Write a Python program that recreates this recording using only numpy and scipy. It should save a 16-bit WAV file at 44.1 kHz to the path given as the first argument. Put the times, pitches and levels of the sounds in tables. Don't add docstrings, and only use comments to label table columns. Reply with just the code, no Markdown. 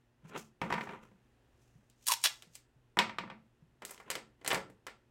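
import sys
import numpy as np
from scipy import signal
from scipy.fft import rfft, irfft, next_fast_len
from scipy.io import wavfile

SR = 44100
rng = np.random.default_rng(int(sys.argv[2]) if len(sys.argv) > 2 else 0)


def dump_mix(stems):
    frames = np.atleast_2d(stems).T
    limited = np.clip(frames, -1, 1)
    pcm = np.round(limited * 32767).astype(np.int16)
    wavfile.write(sys.argv[1], SR, pcm)


N = 225026
RING_SIZE = 32768
TIME = np.arange(N) / SR
AGE = np.arange(RING_SIZE) / SR


def from_db(db):
    return 10 ** (np.asarray(db) / 20)


def unit_energy(x):
    return x / np.sqrt(np.sum(x ** 2) + 1e-20)


def at_hz(points, hz):
    f, value = np.transpose(points)
    return np.interp(np.log(np.maximum(hz, 1)), np.log(f), value)


def in_time(rows):
    s, *columns = np.transpose(rows)
    return [np.interp(TIME, s, column) for column in columns]


def add(out, s, sound):
    start = int(np.clip(round(s * SR), 0, N - 1))
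    out[start:start + len(sound)] += sound[:N - start]


def noise(spectrum):
    size = next_fast_len(N)
    gain = from_db(at_hz(spectrum, np.fft.rfftfreq(size, 1 / SR)))
    coloured = irfft(rfft(rng.standard_normal(size)) * gain, size)[:N]
    return unit_energy(coloured) * np.sqrt(N)


def pulse(spectrum, size=2048):
    level_db = at_hz(spectrum, np.fft.rfftfreq(size, 1 / SR))
    cepstrum = irfft(np.log(from_db(level_db)))
    cepstrum[1:size // 2] *= 2
    cepstrum[size // 2 + 1:] = 0
    return irfft(np.exp(rfft(cepstrum)))


def burst(decay_s):
    return unit_energy(rng.standard_normal(RING_SIZE) * np.exp(-AGE / decay_s))


def resonate(x, modes):
    out = x
    for hz, width, db in modes:
        r = np.exp(-np.pi * width / SR)
        numerator = np.array([1, 0, -1]) * (1 - r * r) / 2
        denominator = [1, -2 * r * np.cos(2 * np.pi * hz / SR), r * r]
        band = signal.lfilter(numerator, denominator, x + 1e-18)
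        out = out + (from_db(db) - 1) * band
    return out


def contacts(rows, modes, room, bass_hz, gain_db, snap_db, snap_per_edge, snap_s, shell_s, room_db,
             sub_db, dip_db, top_db):
    mid_hz, edge_hz, sizzle_hz = (990, 3500, 11000)
    out = np.zeros(N)
    own_shell = burst(shell_s)
    for s, level_db, bass, edge, sizzle in rows:
        shell = own_shell + 0.92 * burst(shell_s)
        shell = unit_energy(shell * (1 - np.exp(-AGE / 0.0007)))
        snap = from_db(snap_db + snap_per_edge * edge) * burst(snap_s)
        body = unit_energy(snap + shell) + from_db(room_db) * room
        force = pulse([
            (50, bass + sub_db), (0.82 * bass_hz, bass - 2), (bass_hz, bass),
            (np.sqrt(bass_hz * mid_hz), bass / 2 + dip_db), (mid_hz, 0),
            (2 * mid_hz, 0.35 * edge), (edge_hz, edge), (sizzle_hz, sizzle), (16000, sizzle + top_db)])
        add(out, s, from_db(level_db + gain_db) * signal.fftconvolve(body, force))
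    return resonate(out, modes)


def room_tail(build_s, late_db, late_t60):
    # frequency in Hz, time to fall by 60 dB in seconds.
    room_t60 = [(120, 0.61), (320, 0.35), (900, 0.27), (2200, 0.24), (6000, 0.24), (14000, 0.13)]
    white = rfft(rng.standard_normal(RING_SIZE))
    hz = np.fft.rfftfreq(RING_SIZE, 1 / SR)
    edges = np.geomspace(40, SR / 2, 15)
    tail = 0
    for low, high in zip(edges, edges[1:]):
        band = irfft(white * ((hz >= low) & (hz < high)))
        centre = np.sqrt(low * high)
        early = from_db(-60 * AGE / at_hz(room_t60, centre))
        lingering = from_db(late_db - 60 * AGE / late_t60) / (1 + (centre / 3000) ** 2)
        tail = tail + band * (early + lingering)
    return unit_energy(tail * (1 - np.exp(-(AGE / build_s) ** 2)))


def background(waver_db):
    # frequency in Hz, relative level in dB per Hz.
    air_colour = [(13, -37), (22, -9.5), (68, -5), (87, -19), (122, 1), (152, -20), (270, -12.5),
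                  (730, -21.5), (861, -22), (1270, -26), (1860, -25), (2320, -31.5), (2520, -27.5),
                  (4500, -37.5), (7500, -39.5), (16000, -48.5)]
    # time in seconds, rms level in dB.
    air_db = [(0, -72.5), (0.5, -73), (1.1, -70.5), (1.5, -69), (2.0, -72), (4.3, -72)]
    # frequency in Hz, rms level in dB before the waver.
    hum_tones = [(60, -82.5), (119.5, -79.5), (240, -83.5), (358, -88)]
    air = from_db(in_time(air_db)[0]) * noise(air_colour)
    hum = 0
    for hz, db in hum_tones:
        waver = noise([(1, 0.5), (3, -4.5), (10, -31), (100, -100)])
        tone = np.sqrt(2) * np.sin(2 * np.pi * (hz * TIME + rng.random()))
        hum = hum + from_db(db + waver_db * waver) * tone
    return air + hum


def sliding(grain_db):
    # peak time in seconds,
    # rise in seconds, fall in seconds, rub level in dB, hiss level in dB (both before the grain).
    strokes = [(0.255, 0.03, 0.042, -60.5, -78), (0.29, 0.025, 0.04, -73, -65),
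               (0.362, 0.071, 0.04, -41, -76), (0.386, 0.039, 0.076, -56, -52.5),
               (0.625, 0.011, 0.21, -46, -67.5), (0.73, 0.076, 0.2, -49.5, -67),
               (0.81, 0.013, 0.1, -51.5, -60.5), (0.925, 0.087, 0.12, -51, -73),
               (1.03, 0.033, 0.11, -62, -75.5), (1.62, 0.1, 0.45, -85.5, -79),
               (2.073, 0.016, 0.1, -90, -43), (2.039, 0.086, 0.04, -91.5, -69),
               (2.24, 0.045, 0.14, -78, -47.5), (2.554, 0.042, 0.039, -90, -59.5),
               (3.829, 0.012, 0.077, -52, -84), (3.90, 0.052, 0.14, -59, -59.5),
               (4.08, 0.032, 0.08, -52, -76), (4.19, 0.08, 0.072, -55, -74), (4.539, 0.08, 0.09, -44, -58),
               (4.71, 0.03, 0.1, -74, -86)]
    # frequency in Hz, relative level in dB per Hz.
    rub_colour = [(88, -35.5), (150, -5.5), (263, -6), (415, 0.5), (769, -14), (1030, -3.5), (1110, -16),
                  (1370, -5.5), (1640, -14.5), (2690, -14), (4000, -27.5), (5200, -57.5), (8800, -120)]
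    # frequency in Hz, relative level in dB per Hz.
    hiss_colour = [(1500, -15), (2600, 0.5), (4200, -3.5), (6500, 4), (9000, -4), (15000, -11)]
    drop_db = 21.5
    rub_power = hiss_power = 0
    for s, rise_s, fall_s, rub_db, hiss_db in strokes:
        distance = np.maximum((s - TIME) / rise_s, (TIME - s) / fall_s)
        speed = from_db(-drop_db * np.minimum(distance, 10))
        rub_power = rub_power + (speed * from_db(rub_db)) ** 2
        hiss_power = hiss_power + (speed * from_db(hiss_db)) ** 2
    grain = from_db(grain_db * noise([(60, 6), (300, -8.0), (2000, -35), (8000, -69.5)]))
    rub = np.sqrt(rub_power) * noise(rub_colour)
    hiss = np.sqrt(hiss_power) * noise(hiss_colour)
    return grain * (rub + hiss)


def bumps(rise_s, t60):
    # start in seconds, relative level in dB, pitch in Hz.
    hand_bumps = [(0.233, -50.5, 150), (.248, -43, 165), (0.299, -48, 175), (0.359, -42, 170),
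                  (.615, -29.5, 180), (0.736, -33, 165), (0.879, -48.5, 127), (1.114, -52.5, 195),
                  (1.535, -58.5, 70), (1.754, -51, 150), (1.785, -57, 210), (2.469, -55, 165),
                  (2.760, -54.5, 130), (3.622, -49, 150), (4.544, -41, 165)]
    out = np.zeros(N)
    for s, db, hz in hand_bumps:
        envelope = from_db(db + 4 - 60 * AGE / t60) * (1 - np.exp(-AGE / rise_s))
        add(out, s, envelope * np.sin(2 * np.pi * hz * AGE))
    return out


def table_knocks(room, sizzle_db, sizzle_per_edge, sizzle_per_level):
    # start in seconds,
    # relative level in dB at about 1 kHz, bass in dB and edge in dB, both relative to that level.
    arrivals = [(0.3605, -4.5, 5.5, -20), (0.6156, 10, 6.5, -18.5), (0.7022, 10.5, -4, -26.5),
                (0.7165, -0.5, 14.5, -14.5), (0.7251, 9, -6, -12), (0.7384, 9.5, -7, -16.5),
                (0.7794, 7, -25, -25.5), (0.8101, -0.5, 2.5, -10.5), (0.8713, -2.5, 1.5, -21.5),
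                (0.8906, 0, 0.5, -19.5), (0.932, -2.5, -18, -33), (0.9551, -7, -7, -32),
                (1.114, -30, 17.5, -20), (2.97, 14.5, 0.5, -27), (2.9891, 14, -3, 1),
                (2.9922, 13.5, -14, -12), (3.0, 11.5, -7.5, -19), (3.0945, 0, -15, -12), (3.1849, 4, 3, -5),
                (3.237, -5.5, 10, -25), (3.276, -9, -1, -23), (3.3004, -5.5, 3, -9), (3.314, -12.5, 8, -21)]
    # frequency in Hz, width in Hz, lift in dB (negative lowers).
    table_modes = [(208, 52, 5), (531, 20, 7.5), (808, 12, 3), (942, 53, 8), (1187, 79, 5), (1330, 22, 6),
                   (1526, 13, 6.5), (1824, 27, 6.5), (2050, 65, 6.5), (2280, 250, 6), (2690, 11, 4.5),
                   (3630, 53, -1.5), (7610, 540, 5)]
    rows = []
    for s, db, bass, edge in arrivals:
        sizzle = sizzle_db + sizzle_per_edge * edge + sizzle_per_level * db
        rows.append((s, db, bass, edge, sizzle))
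    return contacts(rows, table_modes, room, bass_hz=208, gain_db=-3.5, snap_db=0.0, snap_per_edge=0.35,
                    snap_s=0.00087, shell_s=0.0046, room_db=-8, sub_db=-18.5, dip_db=-4.5, top_db=-6)


def plastic_clicks(room):
    # start in seconds,
    # relative level in dB at about 1 kHz, bass in dB, edge in dB and sizzle in dB relative to that level.
    arrivals = [(1.8994, -46, 0, 19, 6.5), (2.0605, -37, -1, 6, 11.5), (2.4232, -26, -2, 9.5, -3.5),
                (2.431, -24, 7.5, -12, -18), (2.5535, -24, -0.5, 7, 3.5), (3.8205, -7, -2, -12.5, -28),
                (3.851, -20.5, 0, 9.5, 9), (3.8935, -17, -14, -13, -11), (3.9084, -9, -12, -15, -4.5),
                (3.9782, -25, 15, 2.5, -14), (4.0005, -7.5, -10, -19, -32), (4.1024, -0.5, 0, -0.5, -6.5),
                (4.112, 0, -9.5, -4, -13.5), (4.154, -3, 4.5, -1, -13.5), (4.1673, -13, 10.5, -6.5, -36),
                (4.4135, -22, 13.5, -8.5, -31), (4.4468, -1, -5, -13, -22), (4.4625, -5, 0, 2.5, -17.5),
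                (4.4768, 3, 0, -4, -3.5), (4.5048, 6, -5.5, -5.5, -25), (4.5131, 10, -7, -5, -32.5),
                (4.5185, 6, -12, -5, -31), (4.529, 12, -3.5, -45, -19), (4.5455, 3, 4, -3, -15.5),
                (4.555, 6, -4.5, -17, -25), (4.566, -0.5, 7.5, -40, -39), (4.6989, -26, 19.5, -11, -13),
                (4.8672, -3, -6, -7.5, -21), (4.881, -12, 1, -2, -47)]
    # frequency in Hz, width in Hz, lift in dB.
    part_modes = [(377, 10, 2.8), (468, 30, 8.3), (545, 36, 6.7), (786, 20, 7.3), (920, 22, 1.6),
                  (1356, 64, 6.9), (1750, 140, 5.5), (2020, 250, 4.3), (2253, 130, 4.3), (3040, 100, 3.3),
                  (4840, 37, 7.1), (8000, 2150, 5.4)]
    return contacts(arrivals, part_modes, room, bass_hz=300, gain_db=-4.5, snap_db=-1.1, snap_per_edge=0.45,
                    snap_s=0.00064, shell_s=0.0052, room_db=-7.0, sub_db=-13.5, dip_db=-1, top_db=-5.5)


def cap_slips(room, bass_db, edge_db, thinning, peak_share, jitter, uneven_db):
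    # start in seconds, length in seconds, mean gap between slips
    # in seconds, slowing exponent, relative level in dB, swell in dB, fade in dB,
    # first sizzle in dB and last sizzle in dB (before the thinning of light slips).
    pulls = [(2.0683, 0.0684, 0.0085, 1.0, -6, 12, 7, 7, -0.5),
             (2.2389, 0.032, 0.0053, 1.35, 3, 5.2, 16, 0.5, -12.5)]
    # frequency in Hz, width in Hz, lift in dB.
    cap_modes = [(620, 60, 6), (800, 90, 5), (1697, 40, 4), (1997, 35, 6), (2850, 120, 3), (3400, 60, 9),
                 (3880, 130, 6), (5513, 110, 6), (6228, 110, 3), (6980, 160, 4), (8449, 60, 4)]
    rows = []
    for s, length, gap_s, slowing, db, swell_db, fade_db, first_sizzle, last_sizzle in pulls:
        steps = max(round(length / gap_s), 2)
        for k, (early, uneven) in enumerate(rng.standard_normal((32, 2))[:steps + 1]):
            shift = np.clip(jitter * early, -0.5, 0.5) * (0 < k < steps)
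            share = ((k + shift) / steps) ** slowing
            grip_db = np.interp(share, [0, peak_share, 1], [-swell_db, 0, -fade_db])
            level_db = db + grip_db + uneven_db * uneven
            edge = edge_db - thinning * grip_db
            sizzle = first_sizzle + (last_sizzle - first_sizzle) * share - thinning * grip_db
            rows.append((s + length * share, level_db, bass_db, edge, sizzle))
    return contacts(rows, cap_modes, room, bass_hz=241, gain_db=-1.5, snap_db=-4.5, snap_per_edge=0.1,
                    snap_s=0.001, shell_s=0.0039, room_db=-11.5, sub_db=-17.5, dip_db=-1.5, top_db=-9.5)


def squeak(rough):
    # start in seconds, length in seconds,
    # starting pitch in Hz and level in dB, both before the roughness.
    squeaks = [(2.079, 0.014, 1000, -40), (2.091, 0.024, 1045, -33), (2.115, 0.016, 914, -32)]
    attack_s, release_s, sag_hz = 0.0071, 0.005, 50
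    grip = np.tanh(noise([(100, 0.5), (300, -8.5), (1000, -27.5), (4000, -68.5)]))
    out = 0
    for s, length, start_hz, db in squeaks:
        age = np.clip(TIME - s, 0, length)
        hz = start_hz - sag_hz * (age / length) ** 2
        envelope = np.minimum(age / attack_s, 1) * np.minimum((length - age) / release_s, 1)
        phase = 2 * np.pi * np.cumsum(hz * (1 + 0.25 * rough * grip)) / SR
        tone = np.sqrt(2) * np.sin(phase)
        out = out + envelope * from_db(db) * tone * (1 + rough * grip)
    return out


def scene():
    room = room_tail(build_s=0.0059, late_db=-29.5, late_t60=0.55)
    knocks = table_knocks(room, sizzle_db=-35, sizzle_per_edge=0.63, sizzle_per_level=0.72)
    slips = cap_slips(room, bass_db=-22.5, edge_db=3.0, thinning=0.65, peak_share=0.55,
                      jitter=0.07, uneven_db=3.1)
    clicks = plastic_clicks(room)
    soft = bumps(rise_s=0.0051, t60=0.078) + squeak(rough=0.3) + sliding(grain_db=3.0)
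    soft_room = from_db(-15.5) * signal.fftconvolve(soft, room)[:N]
    mix = knocks + slips + clicks + soft + soft_room + background(waver_db=0.5)
    return mix[None]


def record(dry):
    lowpass = signal.ellip(10, 0.2, 70, 16000, fs=SR, output="sos")
    return signal.sosfilt(lowpass, dry)


dry = scene()
out = record(dry)
dump_mix(out)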